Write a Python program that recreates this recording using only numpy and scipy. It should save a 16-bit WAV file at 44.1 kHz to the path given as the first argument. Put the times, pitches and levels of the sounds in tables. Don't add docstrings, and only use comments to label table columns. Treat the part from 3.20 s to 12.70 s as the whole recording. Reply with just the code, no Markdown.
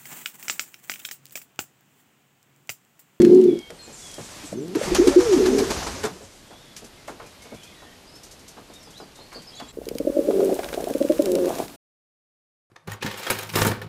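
import sys
import numpy as np
from scipy import signal
from scipy.fft import rfft, irfft
from scipy.io import wavfile
from scipy.ndimage import uniform_filter1d, minimum_filter1d

SR = 44100
rng = np.random.default_rng(int(sys.argv[2]) if len(sys.argv) > 2 else 0)


def level_to_linear(level):
    exponent = np.asarray(level, float) / 20
    return 10 ** exponent


def generate_wav(signal):
    frames = np.transpose(np.atleast_2d(signal))
    scaled = np.clip(frames, -1, 1) * 32767
    pcm = np.round(scaled).astype(np.int16)
    wavfile.write(sys.argv[1], SR, pcm)


N = 418950
FLIGHT_S, SPLICE_S, END_S = 1.54, 6.52, 8.467


def index(s):
    return int(np.clip(s * SR, 0, N - 1))


def butter(x, hz, kind, order=2):
    return signal.sosfilt(signal.butter(order, np.clip(hz, 10, .45 * SR), kind, fs=SR, output="sos"), x)


def both_ways(x, hz, kind):
    return signal.sosfiltfilt(signal.butter(3, hz, kind, fs=SR, output="sos"), x, padlen=600)


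def rms_one(x):
    return x / np.sqrt(np.mean(x ** 2) + 1e-20)


def wobble(size, hz):
    z = rng.standard_normal((2, 30000))
    z = rms_one(butter(z, hz, "low", order=4)[:, 3000:3000 + size])
    return z[0] + 1j * z[1]


def span(rows, fade=0.0054):
    s, *columns = np.transpose(rows)
    t = np.arange(index(s[0]), index(s[-1])) / SR
    gate = np.clip(np.minimum(t - s[0] + (s[0] == 0), s[-1] - t) / fade, 0, 1)
    return slice(index(s[0]), index(s[-1])), gate, [np.interp(t, s, c) for c in columns]


def coloured(spectrum, patchy_db):
    hz = np.fft.rfftfreq(N, 1 / SR) + 1
    edges = 20 * 2 ** np.arange(0, 10.5, .5)
    at, db = np.transpose(spectrum)
    shaped = rfft(rng.standard_normal(N)) * level_to_linear(np.interp(np.log(hz), np.log(at), db))
    out = 0
    for low, high in zip(edges, edges[1:]):
        points = np.arange(N // 1500 + 2)
        flicker = np.interp(np.arange(N) / 1500, points, rng.standard_normal(len(points)))
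        out = out + irfft(shaped * ((hz >= low) & (hz < high)), N) * level_to_linear(patchy_db * flicker)
    return out / np.std(butter(out, 1500, "high", order=4))


def bursts(events, width, gain_db, order=1):
    out, t = np.zeros(N + 9000), np.arange(9000) / SR
    for (s, db, hz, t60), noise in zip(events, rng.standard_normal((len(events), len(t)))):
        band = rms_one(butter(noise, [hz / width, hz * width], "band", order=order))
        rise = np.minimum(t / (0.025 * t60), 1)
        out[index(s):index(s) + len(t)] += level_to_linear(db + gain_db - 60 * t / t60) * rise * band
    return out[:N]


def crop_puffs(puffs):
    out, t = np.zeros(N), np.arange(4000) / SR
    turns = rng.uniform(0, 2 * np.pi, (len(puffs), 2))
    for (s, db, hz, upper_hz, upper_db, length), turn in zip(puffs, turns):
        u = t / (0.42 * length)
        tone = np.sin(2 * np.pi * hz * t + turn[0])
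        tone += level_to_linear(upper_db) * np.sin(2 * np.pi * upper_hz * t + turn[1])
        start = index(s - .002)
        out[start:start + len(t)] += level_to_linear(db) * u ** 1.5 * np.exp(1.07 * (1 - u ** 2)) * tone
    return out


# time in seconds, pitch in Hz, effort in dB,
# throat stretch in dB (lifts the third harmonic).
COOS = [
    [(1.32, 92.2, -32, -7), (1.4, 133.7, -33, 5), (1.47, 172, -36, -14), (1.545, 197, -34, -27.5)],
    [(0, 180, -8, -20), (.07, 174.4, -4.5, -30), (.11, 177.2, -4, -26), (.14, 182.2, -5.5, -35),
     (.2, 187.6, -7.5, -40), (.225, 184, -10.5, -35.5), (.3, 172.7, -10.5, -32), (.35, 176.2, -17.5, -20.5),
     (.41, 170.3, -38, -19.5)],
    [(2.16, 129.3, -28, 0.5), (2.2, 126.2, -19, 4.5), (2.26, 121.6, -24.5, 7.5), (2.321, 129.2, -15, -5.5),
     (2.38, 134.5, -18, -1), (2.435, 125.3, -18.5, 0.5), (2.45, 129.2, -39, 11.5), (2.53, 137.4, -45, 8)],
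]
CLOSE_COOS = [
    [(7.0, 147.1, -37, 12), (7.06, 172.9, -33.5, -12), (7.087, 208, -19.5, -10),
     (7.12, 196.6, -19.5, -10.5), (7.238, 184.5, -19, -6.5), (7.248, 183.7, -65, -3),
     (7.33, 189.2, -44.5, 10), (7.5, 188.2, -48, -3)],
    [(7.93, 147.7, -46, 11), (8.0, 179.2, -36, -1.5), (8.042, 209.6, -26, -21.5), (8.065, 195.3, -20, -1.5),
     (8.099, 177.8, -22.5, -3.5), (8.184, 177.8, -21.5, 0), (8.199, 175, -47, 6), (8.28, 170.3, -40.5, 4),
     (8.38, 168, -67, 3)],
]
# roughness [0-1], strong-weak alternation [0-1], flutter depth [0-1],
# flutter rate in Hz, fundamental in dB relative to the second harmonic.
COO_GRAIN = [
    (0.3, 0.2, 0.05, 29, 2),
    (0.17, 0.08, 0.15, 27, -15),
    (0.55, 0.22, 0, 39, -25),
    (0.25, 0.3, 0.22, 43, -14),
    (0.22, 0.27, 0.16, 50, -13),
]
# low edge in Hz, high edge in Hz.
CROP_BANDS = [(149, 1500), (155, 1500), (225, 1500), (162, 680), (160, 720)]
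# time in seconds, depth [0-1].
CATCHES = [(0.026, 0.4), (0.062, 0.9), (.086, 0.94), (0.11, 1), (0.153, 0.47), (0.169, 0.4), (0.214, 0.4),
           (0.232, 0.3), (0.252, 0.54), (0.27, 0.8), (0.307, 1), (.321, 1), (.347, 0.9), (.369, 0.6)]


def coos():
    out = np.zeros(N)
    rattles_db = [-26.5, -12, -29, -19.5, -24]
    for rows, grain, rattle_db, (low_hz, high_hz) in zip(COOS + CLOSE_COOS, COO_GRAIN, rattles_db, CROP_BANDS):
        rough, weak, depth, flutter_hz, first_db = grain
        at, gate, (pitch, db, third_db) = span(rows)
        beat = np.cumsum(flutter_hz * (1 + 0.23 * wobble(len(gate), 15).real)) / SR
        flutter = depth * np.cos(2 * np.pi * beat)
        pitch = pitch * (1 + 0.21 * flutter)
        phase = 2 * np.pi * np.cumsum(pitch) / SR
        shape = gate * (1 + weak * np.cos(phase / 2)) * (1 + flutter)
        top_db = min(third_db.mean(), -12)
        levels = [first_db, 0, third_db, top_db - 8, top_db - 15, top_db - 22]
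        for k, rel_db in enumerate(levels):
            waver = np.sqrt(1 - rough) + np.sqrt(rough / 2) * wobble(len(gate), 51.5)
            waver = waver / (np.abs(waver) + 0.13) ** 0.5
            tone = np.sqrt(2) * shape * level_to_linear(db + rel_db) * np.real(waver * np.exp(1j * (k + 1) * phase))
            if k < 2:
                tone = both_ways(tone, 2.78 * pitch.max(), "low")
            out[at] += tone
        rattle = np.real(wobble(len(gate), 50) * np.exp(1j * 1.4 * phase))
        out[at] += gate * level_to_linear(db + rattle_db) * rattle
        out[at] = both_ways(both_ways(out[at], low_hz, "high"), high_hz, "low")
    t = np.arange(SR // 2) / SR
    for s, depth in CATCHES:
        out[:len(t)] *= 1 - depth * np.exp(-((t - s) / 0.0057) ** 2)
    return out


# start in seconds, peak in dB, pitch in Hz, length in seconds.
THROBS = [(1.234, -36.5, 301, 0.038), (1.329, -21, 555, 0.0076), (1.553, -13, 325, 0.025),
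          (1.566, -15, 387, 0.017), (1.572, -19, 270, 0.0085), (1.59, -25, 370, 0.012),
          (1.614, -16.5, 540, 0.012), (1.617, -34, 535, 0.036), (1.716, -11, 355, 0.028),
          (1.784, -9.5, 370, 0.028), (1.871, -3.5, 364, 0.014), (1.881, 0.5, 333, 0.014),
          (1.961, 2.5, 351, 0.036), (1.988, -8, 353, 0.018), (2.028, -27, 340, 0.061)]


def throbs():
    return crop_puffs([(s, db, hz, 500, -20, length) for s, db, hz, length in THROBS])


# start in seconds, peak in dB, lower and upper resonance in Hz.
GARGLE = [(6.572, -25, 392, 467), (6.587, -27, 334, 434), (6.617, -30, 390, 580), (6.716, -25.5, 302, 433),
          (6.755, -23, 285, 487), (6.802, -18.5, 297, 528), (6.871, -14, 328, 568), (6.988, -13, 320, 534),
          (7.231, -16.5, 374, 531), (7.295, -20, 393, 690), (7.305, -30, 645, 760), (7.529, -21, 420, 470),
          (7.543, -24, 332, 500), (7.576, -20, 380, 648), (7.604, -23.5, 403, 686), (7.674, -23, 413, 490),
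          (7.709, -20, 263, 515), (7.751, -16, 306, 532), (7.811, -13.5, 311, 566), (7.897, -11, 317, 572),
          (8.184, -21, 347, 558)]


def gargle():
    puffs = []
    for s, db, hz, upper_hz in GARGLE:
        length = 0.013 * level_to_linear(0.59 * (db + 19.5))
        puffs.append((s, db, hz, upper_hz, 0.9, length))
    return crop_puffs(puffs)


# time in seconds, pitch in Hz, level in dB.
GLIDES = [
    [(1.66, 181, -45.5), (1.68, 183.3, -29), (1.79, 207.5, -37)],
    [(1.795, 304, -7.5), (1.86, 476, -25.5), (1.92, 570, -30.5), (1.96, 573, -27.5)],
    [(1.99, 487.4, -26), (2.05, 485.5, -29), (2.1, 418, -19), (2.14, 356, -12.5), (2.185, 245, -24)],
    [(6.89, 249, -44), (6.93, 276.7, -39.5), (6.96, 289, -35), (6.985, 305, -51)],
]
GLIDE_OCTAVES = [2, -33.5, -42, 6.5]


def glides():
    out = np.zeros(N)
    for rows, octave_db in zip(GLIDES, GLIDE_OCTAVES):
        at, gate, (pitch, db) = span(rows)
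        phase = 2 * np.pi * np.cumsum(pitch) / SR
        uneven = 1 + 0.25 * wobble(len(gate), 39.8).real
        tone = level_to_linear(db) * np.sin(phase) + level_to_linear(db + octave_db) * np.sin(2 * phase)
        out[at] += np.sqrt(2) * gate * uneven * tone
    return out


# start in seconds, peak in dB.
CREAKS = [(6.638, -44), (7.108, -18), (7.365, -27), (7.436, -29), (7.447, -27), (7.458, -39),
          (7.584, -23.5), (7.595, -28.5), (8.264, -25), (8.275, -28), (8.288, -22), (8.297, -22),
          (8.305, -14), (8.317, -31), (8.328, -21), (8.347, -38), (8.386, -43), (8.4, -33), (8.418, -46),
          (8.443, -35.5)]


def creaks():
    out, t = np.zeros(N), np.arange(2000) / SR
    throat = [(370, 0.014, 0.5), (663, 0.017, 1.5), (930, 0.0088, -23)]   # Hz, t60 s, dB
    for (s, db), spread in zip(CREAKS, rng.standard_normal((len(CREAKS), 3))):
        for (hz, t60, rel_db), z in zip(throat, spread):
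            ring = np.sin(2 * np.pi * hz * (1 + 0.048 * z) * t)
            out[index(s):index(s) + len(t)] += level_to_linear(db + rel_db + .5 * z - 60 * t / t60) * ring
    return butter(out, [260, 1150], "band")


# start in seconds, peak in
# dB, centre in Hz, t60 in seconds.
NOISE_BURSTS = [(.018, -24.5, 2300, 0.027), (.049, -23, 1872, 0.021), (.214, -34.5, 3200, 0.018),
                (.503, -34.5, 1880, .03), (1.55, -29, 2180, 0.046), (1.72, -27, 30, .4),
                (1.748, -17, 5200, .03), (1.556, -31, 11000, .02), (6.398, -35, 3180, .06),
                (1.873, -23, 7000, 0.026), (7.231, -29.5, 593, 0.023), (7.604, -31.5, 693, 0.023),
                (8.185, -27, 596, 0.025), (0, -30, 900, 0.085), (.98, -33, 200, 0.22),
                (3.563, -39.5, 2200, .12), (4.25, -44, 544, 0.28), (1.7, -30, 35, 0.68), (6.53, -45.5, 189, .3),
                (7.108, -33, 1120, 0.045), (7.26, -42, 690, 0.1), (7.292, -34, 800, 0.024),
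                (7.39, -33, 1171, 0.049), (7.432, -27.5, 1330, 0.038), (8.058, -33.5, 935, 0.036),
                (8.24, -35.5, 665, 0.14), (2.833, -28, 2420, 0.11)]


def noise_bursts():
    return bursts(NOISE_BURSTS, width=1.5, gain_db=-2.0)


# time in seconds, hiss in dB, downwash in dB, downwash centre in Hz.
WINGS = [
    (1.54, -61, -52.5, 73.6),
    (1.58, -40.5, -44, 71),
    (1.64, -31.5, -43, 62.6),
    (1.72, -35, -34.5, 53.9),
    (2.582, -35, -36.5, 64.2),
    (2.8, -39.5, -41, 79.4),
    (3.1, -62, -59, 94.4),
]
# start in seconds, peak in dB.
STROKES = [(1.547, -26.5), (1.745, -11), (1.87, -13.5), (1.9194, -30), (1.998, -21.5), (2.049, -31.5),
           (2.12, -19.5), (2.1694, -26), (2.255, -17), (2.38, -15), (2.4297, -34), (2.5, -15),
           (2.5568, -32), (2.623, -25.5), (2.663, -21.5), (2.832, -21), (2.847, -21.5)]
# frequency in Hz, density in dB per Hz.
WING_AIR = [(71, -38.5), (120, -7.5), (404, -4.5), (1400, -13), (3400, -17), (6200, -14.5), (11000, -27.5),
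            (14000, -33.5)]


def wings():
    at, gate, (hiss_db, wash_db, wash_hz) = span(WINGS)
    swell, clap, t = np.zeros(N), np.zeros(N), np.arange(9000) / SR
    swell[at] = gate * level_to_linear(hiss_db) ** 2
    for s, db in STROKES:
        shape = level_to_linear(db - 8.0 - 60 * t / 0.15) * np.minimum(t / 0.008, 1)
        swell[index(s):index(s) + len(t)] += shape ** 2
        clap_db = -18.5 - db + 0.44 * (db + 16.5)
        clap[index(s):index(s) + len(t)] += shape * level_to_linear(clap_db)
    out = np.sqrt(swell) * coloured(WING_AIR, patchy_db=1.8)
    out += clap * rms_one(butter(rng.standard_normal(N), [600, 1500], "band"))
    beat = 1 + 0.33 * np.cos(2 * np.pi * 12.0 * (np.arange(len(gate)) / SR - .21))
    lumps = .08 + .68 * wobble(len(gate) // 4 + 1, 110).repeat(4)[:len(gate)]
    wash = np.real(lumps * np.exp(2j * np.pi * np.cumsum(wash_hz) / SR))
    out[at] += gate * level_to_linear(wash_db) * beat * wash
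    return out


# start in seconds, start and end pitch in Hz, peak in dB, t60 in seconds.
PERCH = [
    (2.838, 425, 442, -20.5, 0.16),
    (2.845, 242, 184, -30, .2),
    (2.91, 182, 185, -35.5, .35),
    (2.955, 387, 370, -35, 0.073),
    (3.005, 515, 560, -41, .2),
    (3.008, 398, 430, -41, .1),
]


def perch():
    out, t = np.zeros(N), np.arange(9000) / SR
    for s, start_hz, end_hz, db, t60 in PERCH:
        hz = end_hz + (start_hz - end_hz) * np.exp(-t / 0.0315)
        ring = np.minimum(t / 0.0029, 1) * np.sin(2 * np.pi * np.cumsum(hz) / SR)
        out[index(s):index(s) + len(t)] += level_to_linear(db - 60 * t / t60) * ring
    return out


# start in seconds, peak in dB, centre in Hz.
THUDS = [(0.499, -32.5, 365), (0.675, -36.5, 372), (0.979, -28.5, 396), (2.844, -26, 400),
         (2.914, -40, 250), (3.013, -39.5, 420), (3.306, -35.5, 533), (3.621, -35.5, 330),
         (3.878, -26.5, 794), (3.997, -33, 840), (4.028, -36, 398), (4.318, -30, 380), (4.619, -39, 640),
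         (5.367, -33, 600), (5.496, -37.5, 423), (5.67, -41.5, 586), (5.799, -32, 540), (5.986, -38, 503),
         (6.117, -35.5, 1150), (6.158, -32, 382), (6.398, -29, 610)]


def claws():
    knocks = bursts([(*row, .15) for row in THUDS], width=1.71, gain_db=-4.0, order=2)
    pushes = [(s + .018, db, hz * 0.42, .2) for s, db, hz in THUDS]
    return knocks + bursts(pushes, width=1.26, gain_db=-11)


# start in seconds, peak in dB.
SCUFFS = [(0.018, -16.5), (0.0486, -24), (0.1467, -26), (0.2124, -37), (0.239, -26.5), (0.389, -31),
          (0.504, -32), (0.9135, -28), (0.9413, -24.5), (1.48, -31), (3.562, -29), (3.641, -35),
          (3.874, -33.5), (4.06, -39), (4.2176, -36.5), (4.342, -40), (4.4306, -36.5), (4.953, -39.5),
          (5.031, -32.5), (5.109, -34.5), (5.1894, -40), (5.278, -32.5), (5.533, -36.5), (5.626, -39),
          (5.702, -39.5), (5.774, -38.5), (5.953, -39.5), (6.125, -37.5), (6.217, -39)]


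def scuffs():
    events = [(s, db, 6000, 0.18 if s > FLIGHT_S else 0.026) for s, db in SCUFFS]
    return bursts(events, width=1.34, gain_db=-9.0)


# start in seconds, peak in dB, centre in Hz.
TICKS = [(6.655, -37.5, 5300), (6.688, -25, 6100), (7.247, -31, 7640), (7.2564, -33.5, 7660),
         (7.3926, -33, 3000), (7.444, -29.5, 2897), (7.546, -32, 4010), (7.6082, -34, 6910),
         (7.642, -32, 3400), (7.685, -31, 10200), (7.8258, -31, 2830), (7.887, -34, 3320),
         (8.022, -25, 6800), (8.0574, -24, 5200), (8.257, -30.5, 4980), (8.292, -30, 4040),
         (8.385, -33, 3440), (8.403, -38, 2510)]


def ticks():
    return bursts([(*row, .011) for row in TICKS], width=1.74, gain_db=2.5)


def corner(x, t60):
    t = np.arange(11000) / SR
    tail = butter(rng.standard_normal(len(t)), 3010, "low") * level_to_linear(-60 * t / t60) * (t > .004)
    return signal.fftconvolve(x, tail / np.linalg.norm(tail))[:N]


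# start in seconds, length in seconds, pitch in Hz, level in dB.
WHISTLES = [
    (0.275, 0.22, 3804, -56.5),
    (0.819, 0.16, 3835, -57),
]
# start in seconds, pitch in Hz, level in dB.
CHIPS = [
    (.565, 8800, -65),
    (.625, 7900, -58),
    (.725, 7740, -56),
    (.975, 7700, -72),
    (1.255, 8300, -56),
    (1.365, 6460, -62),
    (1.41, 7740, -63),
]
# start in seconds, length in seconds, start and end pitch in Hz, level in dB.
WARBLES = [
    (0, 0.08, 4340, 4150, -53),
    (.15, .08, 4250, 4230, -66),
    (.28, 0.08, 2330, 2230, -64),
    (.36, .13, 2230, 2220, -67),
    (0.59, 0.065, 4250, 4190, -53),
    (.62, .105, 2500, 2480, -67),
    (.755, .04, 6750, 6600, -65),
    (.8, .04, 6750, 6900, -61),
]
FAR_SONG = [(3.25, 0.094, 3240, 3280, -67), (3.31, 0.25, 3460, 3400, -63), (3.38, 0.099, 3730, 3670, -66),
            (3.77, 0.064, 2100, 2070, -63), (4.02, 0.064, 2480, 2410, -63), (4.08, 0.054, 3950, 3820, -70),
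            (4.15, 0.15, 3140, 3020, -70), (4.2, 0.07, 2110, 2240, -62), (4.3, 0.11, 2090, 2480, -63),
            (4.42, 0.11, 2470, 2490, -65), (4.45, 0.095, 3090, 3250, -68), (4.351, 0.075, 3500, 3060, -67),
            (4.416, 0.075, 2970, 3550, -56.5), (4.37, .06, 3400, 3400, -65), (4.47, .06, 3440, 3500, -64),
            (4.58, .08, 3470, 3400, -66), (4.68, .06, 2050, 1850, -66), (4.52, 0.077, 2150, 1890, -63),
            (4.55, 0.092, 3800, 3950, -67), (4.6, 0.088, 1870, 1804, -63), (4.62, 0.14, 3300, 3000, -66),
            (4.87, 0.037, 4800, 5070, -59), (4.92, 0.057, 5220, 5230, -57),
            (5.59, 0.12, 5800, 4500, -61), (5.735, 0.057, 3020, 4320, -51.5), (5.8, 0.042, 5270, 4450, -58),
          (5.95, 0.065, 3700, 3720, -63), (5.99, 0.07, 4140, 4250, -58), (6.107, 0.093, 4380, 4210, -56.5),
          (6.145, 0.019, 4300, 5200, -50), (6.165, 0.035, 4480, 4780, -50), (6.19, .03, 3200, 3250, -61),
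          (6.2, 0.064, 4700, 4750, -65), (6.03, 0.046, 4150, 4630, -64), (5.53, 0.051, 3720, 3700, -57),
          (5.66, 0.052, 3350, 3520, -63), (6.268, 0.03, 5370, 4660, -50), (6.32, 0.035, 3250, 3250, -55),
          (6.335, 0.027, 3830, 4400, -53), (6.351, 0.047, 6360, 7700, -56),
          (6.36, 0.051, 4370, 4550, -53.5), (6.362, .02, 3700, 4050, -54), (6.375, 0.035, 3520, 3400, -52),
          (6.415, .065, 3390, 3280, -55), (6.457, 0.056, 3700, 4200, -58), (6.48, 0.044, 7000, 7970, -57.5)]


def birds():
    out, t = np.zeros(N), np.arange(9000) / SR
    notes = [(s, length, hz, hz * (1 - .165), db) for s, length, hz, db in WHISTLES]
    notes += [(s, 0.042, hz, hz * (1 - 0.11), db) for s, hz, db in CHIPS]
    for s, length, start_hz, end_hz, db in notes + WARBLES + FAR_SONG:
        u = np.linspace(0, 1, int(length * SR))
        far = s > 3
        bend = .2 if length > .12 and not far else .9
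        waver, steady, uneven = (.014, .3, .5) if far else (.002, 1.1, .12)
        hz = start_hz + (end_hz - start_hz) * u ** bend
        hz = hz * (1 + waver * wobble(len(u), 90).real)
        shape = np.sin(np.pi * u ** .7) ** 0.21 * np.abs(steady + uneven * wobble(len(u), 60))
        out[index(s):index(s) + len(u)] += level_to_linear(db + 9.0) * shape * np.sin(2 * np.pi * np.cumsum(hz) / SR)
    echoes = rng.standard_normal(len(t)) * level_to_linear(-60 * t / 0.35)
    return out + level_to_linear(-3.5) * signal.fftconvolve(out, echoes / np.linalg.norm(echoes))[:N]


# time in seconds, level in dB.
LEAVES = [(.5, -66), (.8, -47.5), (1.2, -48), (1.33, -48), (1.36, -70), (2.6, -59.5), (2.75, -52.5),
          (2.9, -59.5), (3.05, -52), (3.3, -63), (3.6, -85)]


def leaves():
    at, gate, (db,) = span(LEAVES)
    out = np.zeros(N)
    flicker = level_to_linear(2.5 * wobble(len(gate) // 8 + 1, 100).real.repeat(8)[:len(gate)])
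    rustle = rms_one(butter(rng.standard_normal(len(gate)), [5100, 8800], "band"))
    out[at] = gate * level_to_linear(db) * flicker * rustle
    return out


# time in seconds, level in dB.
HUSH_1 = [(0, -44), (.1, -45.5), (.45, -53.5), (.7, -51), (1.05, -48), (1.2, -43), (1.33, -48),
          (1.37, -52.5), (1.54, -49), (2.9, -53.5), (3.2, -53), (4.2, -52), (4.8, -53), (5.9, -53.5),
          (6.52, -51.5)]
HUSH_2 = [(6.52, -57.5), (6.9, -51), (7.2, -46), (7.7, -48), (7.95, -45), (8.15, -48), (8.3, -42.5),
          (8.467, -45.5)]
# frequency in Hz, density in dB per Hz.
AIR_1 = [(15, -36), (25, -1.5), (60, -3), (269, -3.5), (563, -6), (1500, -10.5), (4520, -12),
         (13700, -24.5)]
AIR_2 = [(15, -28), (25, -33), (178, 2), (523, -4.5), (1110, -11), (1900, -16), (11500, -18.5),
         (15500, -22.5)]


def hush(rows, spectrum, rumble_db=0, stays=0):
    at, gate, (db,) = span(rows, fade=0.0065)
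    noise, out = coloured(spectrum, patchy_db=.7)[at], np.zeros(N)
    rumble = level_to_linear(rumble_db - stays * (db - db.mean())) - 1
    out[at] = gate * level_to_linear(db) * (noise + rumble * butter(noise, 910, "low"))
    return out


def hum():
    noise = rms_one(butter(rng.standard_normal(N), [33.6, 62.6], "band"))
    return level_to_linear(-54.5) * noise * (np.arange(N) > SPLICE_S * SR)


def scene():
    voices = coos() + throbs() + gargle() + glides() + creaks() + noise_bursts()
    near = voices + perch() + claws() + scuffs() + ticks()
    far = wings() + birds() * (np.arange(N) < SPLICE_S * SR) + leaves()
    far += hush(HUSH_1, AIR_1, rumble_db=2, stays=0.35) + hush(HUSH_2, AIR_2) + hum()
    return (near + level_to_linear(-17.0) * corner(near, t60=0.12) + far)[None]


def roll_off(x):
    return signal.sosfilt(signal.butter(12, 15980, fs=SR, output="sos"), x)


def record(dry):
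    t = np.arange(N) / SR
    first, second = [signal.sosfilt(signal.cheby2(26, 60, top_hz + 120, fs=SR, output="sos"), dry)
                     for top_hz in (13900, 15700)]
    second = second * (t >= SPLICE_S) * np.clip((END_S - t) / 0.0037, 0, 1)
    x = first * (t < SPLICE_S) + second + np.roll(second, 4238, axis=1)
    x = x * level_to_linear(np.interp(t, [8.441, 8.47], [0, -4]))
    room = minimum_filter1d(np.minimum(1, .77 / (np.abs(x) + 1e-9)), size=301)
    return roll_off(x * uniform_filter1d(room, size=301))


dry = scene()
out = record(dry)
generate_wav(out)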